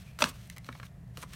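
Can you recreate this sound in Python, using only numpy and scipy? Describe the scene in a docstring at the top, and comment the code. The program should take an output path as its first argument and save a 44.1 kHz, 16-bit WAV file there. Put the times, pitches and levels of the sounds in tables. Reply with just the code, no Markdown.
"""A banknote snaps taut as it is pulled clear by hand over a table: pulses and flutter, with an echo off the table.
Creases tick, the pile is patted softly, and a low thump lies under the second snap: the same burst model.
Paper slides and swishes on paper: coloured grains and hiss whose level flickers.
A short diffuse tail, rumble, hiss and a wavering low hum make the small, quiet room."""
import sys
import numpy as np
from scipy import signal
from scipy.fft import rfft, irfft
from scipy.io import wavfile

SR = 44100
rng = np.random.default_rng(int(sys.argv[2]) if len(sys.argv) > 2 else 0)


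def persist_wave(psi):
    """Save psi, clipped to +-1, as 16-bit WAV."""
    counts = np.round(np.clip(psi, -1, 1) * 32767).astype(np.int16)
    wavfile.write(sys.argv[1], SR, np.atleast_2d(counts).T)


N = 59535
T = np.arange(N) / SR  # seconds
RING_Q = 4.3  # of the ring in each contact and swish


def from_db(db):
    """Logarithmic level: decibels to amplitude gain."""
    return 10 ** (np.asarray(db) / 20)


def rms_one(x):
    """Normalisation of power: scale to rms 1."""
    return x / np.sqrt(np.mean(x ** 2) + 1e-20)


def gain_at(colour, hz, tilt_db=0):
    """Spectral envelope: a (Hz, dB) table read along octaves, tilted in dB per octave about 1 kHz."""
    table_hz, table_db = np.transpose(colour)
    octave = np.log2(np.maximum(hz, 1))
    tilt = tilt_db * (octave - np.log2(1000))
    return from_db(np.interp(octave, np.log2(table_hz), table_db) + tilt)


def coloured(x, colour, tilt_db=0):
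    """Linear filtering: shape the spectrum of a steady noise, then scale to rms 1."""
    gain = gain_at(colour, np.fft.rfftfreq(N, 1 / SR), tilt_db)
    return rms_one(irfft(rfft(x) * gain, N))


def causal(gain):
    """Minimum phase: folding the cepstrum gives the most compact causal pulse with this spectrum."""
    cepstrum = irfft(np.log(gain + 1e-9))
    half = len(cepstrum) // 2
    cepstrum[1:half] *= 2
    cepstrum[half + 1:] = 0
    return irfft(np.exp(rfft(cepstrum)))


def peak(x, hz, db, q):
    """Second-order resonance: a peak (dB above 0) or a hollow (dB below 0)."""
    a = from_db(db / 2)
    w = 2 * np.pi * hz / SR
    k = np.sin(w) / (2 * q)
    numerator = [1 + k * a, -2 * np.cos(w), 1 - k * a]
    denominator = [1 + k / a, -2 * np.cos(w), 1 - k / a]
    return signal.lfilter(numerator, denominator, x)


# Spectrum of the room rumble and hiss. Each row: frequency in Hz, relative level in dB.
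FLOOR_COLOUR = [(18, -40), (26, -14), (32, -11.5), (45, 0.5), (75, 3), (98, -3.5), (117, 8), (135, 1.5),
                (195, -1.5), (225, -18.5), (270, -14), (300, -23), (380, -21.5), (520, -23.5), (670, -20),
                (850, -28), (1550, -32.5), (1800, -27), (2100, -33), (3000, -41), (6000, -51),
                (12000, -52.5)]
FLOOR_DB = -48.5
HUM_HZ, HUM_DB = 121.2, -59.5  # level before the waver
HUM_WAVER = 0.4  # rms depth as a share of the amplitude


def background():
    """Stationary noise and amplitude modulation: rumble and hiss with a wavering hum."""
    waver = coloured(rng.standard_normal(N), [(1, -12), (4, 0), (9, 0), (30, -40)])  # rates (Hz, dB)
    hum = np.sqrt(2) * np.sin(2 * np.pi * (HUM_HZ * T + rng.random()))
    hum = hum * (1 + HUM_WAVER * waver)
    floor = coloured(rng.standard_normal(N), FLOOR_COLOUR)
    return from_db(FLOOR_DB) * floor + from_db(HUM_DB) * hum


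ROOM_T60_S, ROOM_DELAY_S = 0.18, 0.0066
ROOM_DB, ROOM_DULL_HZ = -20, 3700  # energy of the tail's impulse response; its low-pass corner


def room(x):
    """Diffuse reverberation: convolution with a short, dull, exponentially decaying noise."""
    tail = rng.standard_normal(N) * from_db(-60 * T / ROOM_T60_S) * (T > ROOM_DELAY_S)
    tail = signal.sosfilt(signal.butter(1, ROOM_DULL_HZ, fs=SR, output="sos"), tail)
    return from_db(ROOM_DB) * signal.fftconvolve(x, tail / np.linalg.norm(tail))[:N]


# Stick and slip of sliding paper, as a spectrum of flicker. Each row: rate in Hz, relative level in dB.
FLICKER_RATES = [(10, 15.5), (80, 6.5), (200, -19), (600, -26.5)]
FLICKER_DB = 2.0  # rms depth
GRAINS_PER_S, GRAIN_SPREAD_DB = 5000, 2.5  # mean rate; scale of the random excess over the smallest grain
GRAIN_SHARE = 0.68  # of the power; the rest is hiss


def friction(colour, tilt_db=0):
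    """Stick-slip friction: fibres catch and let go as dense uneven grains in a flickering hiss."""
    excess = np.minimum(rng.exponential(1, N), 4)
    sizes = from_db(GRAIN_SPREAD_DB * excess) * rng.choice([-1, 1], N)
    grains = rms_one(sizes * (rng.random(N) < GRAINS_PER_S / SR))
    hiss = rng.standard_normal(N)
    flicker = from_db(FLICKER_DB * coloured(rng.standard_normal(N), FLICKER_RATES))
    rub = np.sqrt(GRAIN_SHARE) * grains + np.sqrt(1 - GRAIN_SHARE) * hiss
    return coloured(flicker * rub, colour, tilt_db)


# Friction of paper on paper, before the paper resonances. Each row: time in seconds, level in dB.
SLIDE_LEVELS = [(0, -57.5), (.08, -66.5), (.18, -71.5), (.30, -79), (.35, -59.5), (.45, -61), (.473, -60),
                (.485, -64.5), (.51, -59.5), (.55, -67.5), (.59, -71.5), (.63, -69), (.66, -60), (.74, -62),
                (.78, -61), (.82, -62.5), (.86, -54), (.882, -63.5), (.90, -79), (1.0, -84), (1.12, -78.5),
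                (1.165, -61.5), (1.26, -69), (1.32, -56.5), (1.35, -50)]
# Spectrum of the slide. Each row: frequency in Hz, relative level in dB.
SLIDE_SPECTRUM = [(200, -13.5), (600, -18), (1200, -0.5), (2700, 2), (4200, -0.5), (6000, -3.5),
                  (9500, -7.5), (12500, -7)]


def sliding():
    """Sustained friction under an envelope: the faint rub of notes in the hand and on the pile."""
    s, db = np.transpose(SLIDE_LEVELS)
    return from_db(np.interp(T, s, db)) * friction(SLIDE_SPECTRUM)


# A note is drawn quickly over another; levels are before the bass cut and paper resonances.
# Each row: start in seconds, rise in seconds, fall time in seconds, peak level in dB,
# tilt in dB per octave, ring in Hz, ring gain in dB.
SWISH_DRAWS = [(0.029, .05, 0.22, -60.5, 1.5, 2450, 18.5), (0.188, 0.037, 0.024, -35.5, 2.5, 620, 20.5),
               (0.237, 0.0027, 0.083, -30.5, 0, 1100, 6), (0.279, 0.016, 0.013, -41, 3.5, 8300, 5),
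               (1.174, .06, 0.024, -47, 2, 9400, 6)]
# Spectrum of the swishes. Each row: frequency in Hz, relative level in dB.
SWISH_SPECTRUM = [(120, 3.5), (220, 7.5), (380, -6.5), (620, -8), (1200, -4), (2300, -8), (4200, -8.5),
                  (9000, -15.5), (11500, -17)]
SWISH_RISE_DB, SWISH_FALL_DB = 12, 26.5  # change over one rise time and one fall time
BASS_CUT_HZ = 120


def swishes():
    """Transient friction: draws swell and die away, each with one resonance of the bent sheet."""
    out = np.zeros(N)
    for s, rise, fall, db, tilt_db, ring_hz, ring_db in SWISH_DRAWS:
        late = T - s - rise  # seconds after the peak
        shape_db = np.minimum(SWISH_RISE_DB * late / rise, -SWISH_FALL_DB * late / fall)
        rub = rms_one(peak(friction(SWISH_SPECTRUM, tilt_db), ring_hz, ring_db, RING_Q))
        out += (T >= s) * from_db(db + shape_db) * rub
    return signal.sosfilt(signal.butter(2, BASS_CUT_HZ, "high", fs=SR, output="sos"), out)


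CONTACT_S = 0.0012  # paper keeps fluttering this long before it dies away
DAMPING_POWER = 0.51  # how strongly decay time shortens with frequency


def crackle(t60, sharpness, size=4096, count=26):
    """Frequency-dependent damping: a pulse and a flutter that dies faster in the treble, evened in spectrum."""
    hz, t = np.fft.rfftfreq(size, 1 / SR), np.arange(size) / SR
    centres = np.geomspace(150, 16000, count)
    bands = [np.interp(hz, centres, row) for row in np.eye(count)]
    white = rfft(rng.standard_normal(size))
    flutter = 0
    for centre, band in zip(centres, bands):
        band_t60 = t60 * (centre / 1000) ** -DAMPING_POWER
        fade = from_db(-60 * np.maximum(t - CONTACT_S, 0) / band_t60)
        flutter = flutter + irfft(white * band) * fade / np.linalg.norm(fade)
    # the spectrum of a single pulse is 1 at every frequency
    both = np.sqrt(sharpness) + np.sqrt(1 - sharpness) * rfft(flutter)
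    evening = sum(band / np.sqrt(np.average(np.abs(both) ** 2, weights=band)) for band in bands)
    return irfft(both * rfft(causal(evening))), hz


TABLE_ECHO = 0.42  # strength of the first reflection


def contacts(rows, colour):
    """Impulsive excitation and comb interference: brief contacts, each with a ring and a table echo."""
    out = np.zeros(2 * N)
    for s, db, tilt_db, ring_hz, ring_db, t60, sharpness, comb_hz, low_hz in rows:
        burst, hz = crackle(t60, sharpness)
        comb = np.abs(1 + TABLE_ECHO * np.exp(-2j * np.pi * hz / comb_hz))
        pulse = causal(comb * gain_at(colour, hz, tilt_db))
        burst = signal.fftconvolve(burst, pulse)[:len(burst)]
        burst = peak(burst, ring_hz, ring_db, RING_Q)
        burst = signal.sosfilt(signal.butter(4, low_hz, "high", fs=SR, output="sos"), burst)
        burst = burst / np.linalg.norm(burst) * np.sqrt(0.005 * SR)  # level is the rms over 5 ms
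        start = int(s * SR)
        out[start:start + len(burst)] += from_db(db) * burst
    return out[:N]


# Creases flick over. Each row: start in seconds, level in dB, tilt in dB per octave, ring in Hz,
# ring gain in dB, T60 in seconds at 1 kHz, sharpness from 0 to 1 (the pulse's share against the flutter),
# comb spacing in Hz of the echo off the table, low edge in Hz.
CREASE_TICKS = [(.1893, -37.5, -3.5, 1570, 1.5, 0.022, 0.17, 1270, 250),
                (.2048, -31.5, -3, 1500, 2.5, 0.18, .03, 1480, 201),
                (.4735, -57.5, 8, 9400, 12, 0.025, .03, 1390, 1000),
                (.4990, -42, -.5, 1950, 7.5, 0.021, 0, 990, 1750),
                (.5635, -48.5, 0.5, 2080, 17, 0.069, .03, 1050, 200),
                (.571, -48, -3, 1920, 6.5, 0.039, 0.43, 1060, 199),
                (.5814, -44, 2.5, 2210, 15, 0.026, 0.01, 1030, 200),
                (.645, -52, -18, 4200, 11, 0.01, 0.15, 1110, 1590),
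                (.6655, -56, -11, 4600, 9, .035, 0.25, 1350, 1500),
                (.8665, -57.5, -6.5, 3600, 18, 0.027, 0.46, 1180, 1200),
                (1.1725, -41.5, -2, 2960, 5, .026, 0.29, 1380, 153),
                (1.178, -51, 1.5, 600, -6, .025, 0.42, 1470, 300),
                (1.3342, -44.5, -1.2, 1560, 2, 0.051, .08, 1780, 700)]
# Spectrum of the ticks. Each row: frequency in Hz, relative level in dB.
TICK_SPECTRUM = [(200, -14.5), (700, -7), (1400, 1.5), (2100, -0.5), (5500, -3.5), (9500, -5.5),
                 (12500, -7)]


def ticks():
    """Sudden release of bending: creases tick as they flick over."""
    return contacts(CREASE_TICKS, TICK_SPECTRUM)


# Soft pats on the pile, the low thump under the second snap, and a duller tick;
# levels are before the paper resonances.
# Each row: start in seconds, level in dB, tilt in dB per octave, ring in Hz, ring gain in dB,
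# T60 in seconds at 1 kHz, sharpness from 0 to 1, comb spacing in Hz of the table echo, low edge in Hz.
SOFT_CONTACTS = [(.2415, -36, -16, 210, 7, 0.015, 0, 1390, 146),
                 (.6892, -36, -1.5, 590, -4.5, 0.023, 0.49, 1370, 174),
                 (.7262, -47, 3, 3900, 3.5, 0.034, 0.1, 1950, 1640),
                 (.752, -48, 3.5, 804, 19, 0.1, 0.4, 1080, 200),
                 (.7990, -44.5, 1.5, 2100, 3, 0.033, 0.11, 1410, 111),
                 (.8308, -44.5, 2, 2153, 1.5, 0.03, 0.4, 1380, 109),
                 (1.179, -48.5, -6, 443, 6, 0.034, 0.35, 1400, 304),
                 (1.2275, -47, 2, 2180, 5, .03, 1, 1240, 510),
                 (1.2305, -42, 2, 1000, 7, 0.045, 0.04, 1220, 494),
                 (1.2385, -46.5, -2.5, 490, 1.5, 0.011, 0.58, 1390, 220)]
# Spectrum of the soft contacts. Each row: frequency in Hz, relative level in dB.
SOFT_SPECTRUM = [(120, -22), (250, 5), (380, -6.5), (560, 5), (750, -4.5), (1100, 0), (2100, 1),
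                 (2700, -12), (4200, -13.5), (5500, -25), (16000, -37.5)]


def soft_contacts():
    """Damped impulse: soft pats on the pile, the low thump under the second snap, and a duller tick."""
    return contacts(SOFT_CONTACTS, SOFT_SPECTRUM)


# Resonances and hollows of paper held over the table top. Each row: frequency in Hz, gain in dB, Q.
PAPER_MODES = [(610, 4, 2), (765, -4.5, 8.2), (1070, 2.5, 2.7), (1840, -1.5, 7.86), (2920, 1, 5),
               (4460, 3.5, 8.7), (4630, -4.5, 9), (5980, 3, 9), (7280, -2.5, 13), (8350, 3, 9.2)]


def paper_resonances(x):
    """Modal filtering: the held sheet lifts some frequencies and hollows others."""
    for hz, db, q in PAPER_MODES:
        x = peak(x, hz, db, q)
    return x


# The note snaps taut; levels are before the paper resonances.
# Each row: start in seconds, level in dB, tilt in dB per octave, ring in Hz, ring gain in dB,
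# T60 in seconds at 1 kHz, sharpness from 0 to 1, comb spacing in Hz of the table echo, low edge in Hz.
TAUT_SNAPS = [(.2217, -18.5, -1.48, 2680, 10, 0.013, 0.13, 1170, 186),
              (.2247, -23, 2, 620, 9, 0.017, 0.4, 1210, 153),
              (.2409, -22.5, -0.2, 2870, 1, 0.0084, 0.5, 1470, 1090)]
# Spectrum of the snaps. Each row: frequency in Hz, relative level in dB.
SNAP_SPECTRUM = [(100, -21.5), (240, -2), (350, -15.5), (600, 2.5), (820, -4.5), (1300, -3), (2800, -8),
                 (4300, -7.5), (5800, -13.5), (9000, -21.5), (11000, -31.5)]


def snaps():
    """Sudden tension: the sheet radiates short, loud bursts as it snaps taut."""
    return contacts(TAUT_SNAPS, SNAP_SPECTRUM)


def scene():
    """Superposition: all the paper sounds over the table, their reverberation and the background."""
    paper = paper_resonances(sliding() + swishes() + soft_contacts() + snaps())
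    paper = paper + ticks()
    return (background() + room(paper) + paper)[None]


MIC_TOP_HZ, CUTOFF_HZ = 14000, 15900


def record(dry):
    """Band limitation: the microphone dulls the highest treble and the top is cut steeply."""
    dull = signal.sosfilt(signal.butter(2, MIC_TOP_HZ, fs=SR, output="sos"), dry)
    return signal.sosfilt(signal.ellip(10, 0.1, 70, CUTOFF_HZ, fs=SR, output="sos"), dull)


dry = scene()
out = record(dry)
persist_wave(out)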